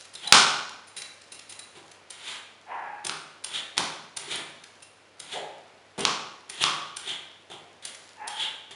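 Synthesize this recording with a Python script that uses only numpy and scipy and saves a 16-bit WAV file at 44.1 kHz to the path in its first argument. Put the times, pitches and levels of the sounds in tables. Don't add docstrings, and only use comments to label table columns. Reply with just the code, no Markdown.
import sys
import numpy as np
from scipy import signal
from scipy.fft import rfft, irfft
from scipy.io import wavfile

SR = 44100
rng = np.random.default_rng(int(sys.argv[2]) if len(sys.argv) > 2 else 0)


def master(y):
    cut = np.clip(np.atleast_2d(y).T, -1, 1)
    pcm = np.round(cut * 32767)
    wavfile.write(sys.argv[1], SR, pcm.astype(np.int16))


N = 385875


def amp(db):
    return 10 ** (np.asarray(db) / 20)


def unit(x):
    return x / np.sqrt(np.mean(x ** 2) + 1e-20)


def blow(x):
    return x * np.sqrt(SR / 100 / (np.sum(x ** 2) + 1e-20))


def read(points, hz):
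    point_hz, value = np.transpose(points)
    return np.interp(np.log(hz + 1), np.log(point_hz), value)


def add(mix, s, sound):
    part = mix[max(round(s * SR), 0):][:len(sound)]
    part += sound[:len(part)]


def colour(x, points, size=2048):
    hz = abs(np.fft.fftfreq(size, 1 / SR))
    log_gain = np.log(amp(read(points, hz)))
    response = np.exp(np.conj(signal.hilbert(log_gain)))
    taps = np.fft.ifft(response).real
    return signal.oaconvolve(x, taps / np.linalg.norm(taps))[:len(x)]


def resonate(x, hz, width):
    return signal.lfilter(*signal.iirpeak(hz, hz / width, fs=SR), x)


def wander(n, rate_hz):
    steps = np.arange(n) * rate_hz / SR
    return np.interp(steps, np.arange(n), rng.standard_normal(n))


def grains(n, per_s, spread_db):
    size = amp(spread_db * np.minimum(rng.exponential(1, n), 4))
    happens = rng.random(n) < per_s / SR
    return unit(size * rng.standard_normal(n) * happens)


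# frequency in Hz, time to fade by 60 dB in seconds.
ECHO_FADE = [(100, 0.77), (400, 0.8052), (1300, 0.7945), (3000, 0.6761), (5500, 0.67), (10000, 0.5)]
# frequency in Hz, echo over the direct sound in dB.
ECHO_LEVEL = [(100, 0), (1200, 5), (2200, 1), (4000, -3), (6000, -2.5), (10000, -4)]
# frequency in Hz, level over the echo around it in dB.
STANDING_WAVES = [(152, 7.5), (407, 12), (549, 9), (823, 4.5), (1119, 10), (1223, 10), (1378, 4.5),
                  (1514, 10.5)]


def kitchen(x, build_s=.018, first_s=.002, early=.55, mode_t60=.75):
    taps = rng.standard_normal(SR) * (rng.random(SR) < .25)
    hz, t, bands = signal.stft(taps, SR, nperseg=256)
    t60 = read(ECHO_FADE, hz)[:, None]
    wet = amp(read(ECHO_LEVEL, hz))[:, None]
    fade = amp(-60 * t / t60) * np.clip(early + (t / build_s) ** 4, 0, 1)
    fade = fade / np.sqrt(np.sum(fade ** 2, 1, keepdims=True) * t[1])
    echo_bands = bands * fade * wet / np.hypot(1, wet)
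    tail = signal.istft(echo_bands, SR, nperseg=256)[1] / np.linalg.norm(taps)
    age = np.arange(len(tail)) / SR
    dying = amp(-60 * age / mode_t60)
    waves = sum(amp(db) * np.sin(2 * np.pi * mode_hz * age) for mode_hz, db in STANDING_WAVES)
    standing = waves * 2 * dying / dying.sum()
    direct_wet = amp(read(ECHO_LEVEL, np.fft.rfftfreq(len(x), 1 / SR)))
    heard = irfft(rfft(x) / np.hypot(1, direct_wet), len(x))
    add(heard, first_s, signal.fftconvolve(x, tail + standing))
    return heard


# frequency in Hz, relative level in dB.
HUSH_COLOUR = [(25, -38), (60, -16), (125, -11.5), (200, -9), (350, -5.5), (550, -3), (1000, -6.5),
               (2700, -10), (4500, -17), (7000, -27), (10500, -30.5)]
HUSH_DB = -57
# pitch in Hz, level in dB.
APPLIANCE_HUM = (98, -75)


def still_air():
    wash = amp(HUSH_DB + .7 * wander(N, rate_hz=6.7)) * colour(rng.standard_normal(N), HUSH_COLOUR)
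    hum_hz, hum_db = APPLIANCE_HUM
    turns = np.cumsum(hum_hz * (1 + 0.0067 * wander(N, rate_hz=56))) / SR
    hum = unit(np.sin(2 * np.pi * turns))
    return wash + amp(hum_db + 2 * wander(N, rate_hz=9)) * hum


# frequency in Hz, relative level in dB.
TICK_COLOUR = [(50, -27), (200, -19), (1000, -6.5), (1900, -3), (2400, -3), (3400, -2), (4800, -2),
               (6000, -4), (7200, -4.5), (8000, -10), (9300, -7.5), (11000, -10)]
# start in seconds, length in seconds, stirring added in dB (before the rustle's 3.5 dB cut).
HANDLINGS = [(0, 0.032, -47), (0.951, 0.13, -61), (1.207, 0.72, -65), (4.497, 0.27, -65),
             (7.9, 0.19, -57.5)]
RESTING_DB = -63.5
SETTLE_S = .08
DROPS_PER_S, DROPS_DB = 14, -5


def rustle():
    t = np.arange(N) / SR
    stir = amp(RESTING_DB)
    for s, length, db in HANDLINGS:
        corners = [s - SETTLE_S, s, s + length, s + length + SETTLE_S]
        stir = stir + amp(db) * np.interp(t, corners, [0, 1, 1, 0])
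    ticks = grains(N, per_s=6000, spread_db=2)
    drops = unit(rng.uniform(-1, 1, N) * (rng.random(N) < DROPS_PER_S / SR))
    flicker = amp(-3.5 + 2.1 * wander(N, rate_hz=220))
    return stir * flicker * colour(ticks + amp(DROPS_DB) * drops, TICK_COLOUR)


# frequency in Hz, relative level in dB.
RASP_COLOUR = [(100, -21), (500, -7.5), (1300, -2.5), (2000, -2), (2600, -10.5), (3200, -25), (6000, -44.5)]
PEAK_SHARE, EDGE_DB = 0.37, -16.5
RASP_PER_SCATTER = 2.6


def squeak(length, level_db, hz, scatter, overtone_db):
    t = np.arange(0, length, 1 / SR)
    n = len(t)
    phase = 2 * np.pi * np.cumsum(hz * (1 + scatter * wander(n, rate_hz=420))) / SR
    overtones = amp(-13.0) * np.sin(2 * phase) + amp(-20) * np.sin(3 * phase)
    rasp = colour(rng.standard_normal(n), RASP_COLOUR)
    voice = np.sin(phase) + amp(overtone_db) * (overtones + RASP_PER_SCATTER * scatter * rasp)
    flutter_db = 2.5 * wander(n, rate_hz=110)
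    from_peak = np.interp(t / length, [0, PEAK_SHARE, 1], [1, 0, 1])
    arch_db = EDGE_DB * from_peak ** 1.4 + flutter_db
    return amp(level_db + arch_db) * unit(voice) * signal.windows.tukey(n, .1)


# start in seconds, length in seconds, level at the peak in dB,
# cycles a second in Hz, pitch scatter as a share, strength of overtones and rasp in dB.
SQUEAKS = [ (0.152, 0.015, -34, 3820, 0.045, -18), (0.240, 0.096, -39, 852, 0.11, -1),
           (0.268, 0.022, -28, 3950, .04, -29.5), (2.659, 0.21, -33, 881.7, 0.1335, -0.5),
           (2.760, 0.3, -42, 845, 0.054, 10), (4.271, 0.03, -43, 400, 0.14, -18),
           (5.319, 0.12, -33.5, 698, 0.22, -14.5), (5.320, 0.12, -41, 431.7, 0.11, -6.5),
           (5.981, 0.054, -29.5, 402, 0.18, -0.5), (6.686, 0.083, -35, 1142, .11, -14),
           (8.159, .23, -35, 874, 0.06, 3)]


def squeaks_and_squeals():
    squeaks = np.zeros(N)
    for s, *row in SQUEAKS:
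        add(squeaks, s, squeak(*row))
    return squeaks


def burst(t, t60):
    fade = amp(-60 * t / t60)
    x = rng.standard_normal(len(t)) * fade
    for _ in range(4):
        spectrum = rfft(x)
        x = irfft(spectrum / (abs(spectrum) + 1e-12), len(t)) * np.sqrt(np.sqrt(fade))
    return x


# frequency in Hz, relative level in dB.
CRACK_COLOUR = [(30, -43), (110, -16), (165, -9.5), (500, -10), (850, 1.5), (1500, 1), (1900, -5),
                (2550, 3.5), (2950, 2.5), (3500, 5), (5300, 2), (7000, -2.5), (8000, -7), (9500, -4.5),
                (11000, -19)]


def knock(level_db, clack_hz, clack_db, thud_db, bright_hz, crack_t60=0.011):
    t = np.arange(SR // 6) / SR
    soften = signal.butter(2, bright_hz, fs=SR)
    contact = signal.lfilter(*soften, burst(t, crack_t60))
    crack = colour(contact, CRACK_COLOUR)
    clack = resonate(crack, clack_hz, width=280)
    thud = resonate(crack, 200, width=340)
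    return amp(level_db) * blow(crack + amp(clack_db) * clack + amp(thud_db) * thud)


# start in seconds, level in dB,
# pitch of the clack in Hz, gain of the clack in dB, gain of the thud in dB, top of the crack in Hz.
KNOCKS = [(0.3240, -0.5, 1438, -1, -14.5, 11300), (3.0954, -25.5, 1380, 2.5, -29, 4900),
          (3.7790, -18, 940, -3, -3.5, 8050), (5.985, -29, 400, -7, 6.5, 420),
          (6.052, -14.5, 1096, 1, -4, 7380), (6.6390, -16, 1150, 4, -11, 6440)]


def knocks_and_bumps():
    stone = np.zeros(N)
    for s, *row in KNOCKS:
        add(stone, s, knock(*row))
    return stone


# pitch in Hz, level on a pressed blade in dB,
# time to fade by 60 dB in seconds.
BLADE_RING = [(2757, -13.5, 0.23), (3960, -11.5, 0.28), (5130, -5.5, 0.059), (6200, -7, .04),
              (7580, -7, 0.11), (9200, -4.5, .09), (9230, 0, .035), (9420, -1.5, .08), (9630, -8.5, .025),
              (10730, -7, 0.035)]


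def rattle(blade_db, frame_db, length, free, free_db=11):
    t = np.arange(SR // 3) / SR
    cluster = np.exp(-(t / max(length, .001)) ** 2) * (1 - np.exp(-t / .0015))
    impacts = grains(len(t), per_s=16000, spread_db=3.0) * cluster
    nudges = grains(len(t), per_s=16000, spread_db=3.0) * cluster
    modes = np.zeros(len(t))
    for hz, db, t60 in BLADE_RING:
        lift_db = free_db * free * (hz < 4500)
        mode_hz = hz * (1 + .001 * rng.standard_normal())
        modes += amp(db + lift_db - 60 * t / t60) * np.sin(2 * np.pi * mode_hz * t)
    damped = modes * (1 + 6 * np.exp(-t / .0012))
    ring = signal.fftconvolve(nudges, damped)[:len(t)]
    return amp(blade_db) * blow(ring) + amp(frame_db) * blow(colour(impacts, TICK_COLOUR))


# start in seconds, level of the ring in dB,
# length in seconds.
JINGLES = [(0.002, -50.5, .006), (0.871, -47.5, 0.026), (0.964, -31.5, 0.035), (1.318, -39, 0.015),
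           (1.343, -46, 0.013), (1.492, -38.5, 0.029), (1.59, -37.5, 0.012), (4.821, -44, 0.015)]
JINGLE_TICK_DB = -2.5


def blade_jingles():
    blade = np.zeros(N)
    for s, level_db, length in JINGLES:
        add(blade, s, rattle(level_db, level_db + JINGLE_TICK_DB, length, free=True))
    return blade


CLICK_S = .0065
PRESSED_RING_DB, LIFTED_RING_DB = -1.5, -13.5


def click(s, level_db):
    pressed = any(start - .02 < s < start + length for start, length, *_ in STROKES + NICKS)
    ring_db = PRESSED_RING_DB if pressed else LIFTED_RING_DB
    return rattle(level_db + ring_db, level_db, CLICK_S, free=not pressed)


# start in seconds, level of the tick in dB.
CLICKS = [(0.151, -40.5), (0.274, -34), (0.692, -40.5), (1.018, -33.5), (1.215, -47), (1.391, -40.5),
          (1.523, -39), (1.914, -45), (3.047, -32.5), (3.066, -29), (3.778, -28.5), (4.356, -35),
          (4.637, -42), (5.991, -36.5), (6.005, -32), (6.625, -30.5), (7.850, -32.5), (7.947, -41.5),
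          (8.709, -54)]


def blade_clicks():
    blade = np.zeros(N)
    for s, level_db in CLICKS:
        add(blade, s, click(s, level_db))
    return blade


# frequency in Hz, relative level in dB.
TEAR_COLOUR = [(60, -29), (300, -14.5), (900, -9.5), (1500, -4.5), (2200, -0.5), (2700, -3), (3600, 0.5),
               (4600, -8.5), (5600, -14), (7200, -10.5), (8000, -16), (9300, -11), (11000, -20.5)]
# frequency in Hz, relative level in dB.
BODY_COLOUR = [(30, -33), (90, -19), (150, -1), (220, -5.5), (410, 0), (520, -5.5), (750, 1.5), (1200, -6),
               (2000, -23), (5000, -22.5)]
CHATTER_HZ = 3287


def stroke(length, hardest_share, first_db, top_db, chatter_db, body_db, chatter_scatter=.095):
    t = np.arange(0, length + 0.033, 1 / SR)
    n = len(t)
    hardest = hardest_share * length
    speed = np.clip(t / max(hardest, .005), 0, 1) ** 4.5
    easing = np.clip((t - hardest) / max(length - hardest, .005), 0, None) ** 2
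    force_db = first_db + (top_db - first_db) * speed - 11 * easing
    force = amp(force_db + 1.3 * wander(n, rate_hz=190))
    tear = colour(grains(n, per_s=12000, spread_db=1.9), TEAR_COLOUR)
    cycles = np.cumsum(CHATTER_HZ * (1 + chatter_scatter * wander(n, rate_hz=1100))) / SR
    wobble = unit(np.sin(2 * np.pi * cycles) * amp(1.4 * wander(n, rate_hz=600)))
    chatter = wobble * (.5 + .5 * speed)
    body = colour(grains(n, per_s=1000, spread_db=3), BODY_COLOUR)
    layers = tear + amp(chatter_db) * chatter + amp(body_db) * body
    return force * layers * signal.windows.tukey(n, .04)


# start in seconds, length in seconds,
# tearing level in dB, full chatter over the tearing in dB, gourd body over the tearing in dB.
NICKS = [(1.752, 0.053, -48.5, -19, 0.5), (3.041, 0.082, -43.5, -13, 2.5), (3.768, 0.048, -29.5, -10, -2.5),
         (5.977, 0.12, -38, 1, 1), (7.500, 0.065, -47, 3, 3), (7.823, 0.11, -45, -5, -18),
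         (8.708, 0.028, -41.5, -4, -5.5)]
NICK_SHARE = 0.23


def short_cuts():
    blade = np.zeros(N)
    for s, length, level_db, chatter_db, body_db in NICKS:
        add(blade, s, stroke(length, NICK_SHARE, level_db, level_db, chatter_db, body_db))
    return blade


# landing in seconds, length in seconds,
# landing click in dB, hardest tearing in dB, full chatter over the tearing in dB,
# gourd body over the tearing in dB.
STROKES = [ (0.137, 0.16, -45, -40.5, 1.5, -8.5), (2.104, 0.27, -38, -35, -8.5, -21),
           (3.443, .16, -30, -31.5, 0, -13), (4.169, 0.23, -29.5, -32, -7, -7),
           (5.199, 0.2, -37, -36, -4.5, -9), (6.497, 0.19, -35, -27.5, 2.5, -8.5),
           (6.967, .18, -33, -35, 3.5, -10.5), (8.277, 0.2, -32.5, -33, 6.5, -15.5)]
BITE_DB, HARDEST_SHARE = -46, 0.64
TOUCH_S, TOUCH_DB = .005, -12.5


def long_pulls():
    blade = np.zeros(N)
    for s, length, landing_db, top_db, chatter_db, body_db in STROKES:
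        add(blade, s - TOUCH_S, click(s, landing_db + TOUCH_DB))
        add(blade, s, click(s, landing_db))
        first_db = min(BITE_DB, top_db - 13.5)
        add(blade, s, stroke(length, HARDEST_SHARE, first_db, top_db, chatter_db, body_db))
    return blade


def scene():
    blade = blade_jingles() + blade_clicks() + short_cuts() + long_pulls()
    echoing = kitchen(blade + rustle()) + kitchen(knocks_and_bumps()) + kitchen(squeaks_and_squeals())
    return (still_air() + echoing)[None]


EDGE_HZ = 11000


def record(dry):
    clipped = np.clip(dry, -1, 1)
    thin = signal.sosfilt(signal.butter(2, 55, "high", fs=SR, output="sos"), clipped)
    band_limit = signal.firwin(255, EDGE_HZ, window=("kaiser", 8), fs=SR)
    return signal.oaconvolve(thin, band_limit[None], "same")


dry = scene()
out = record(dry)
master(out)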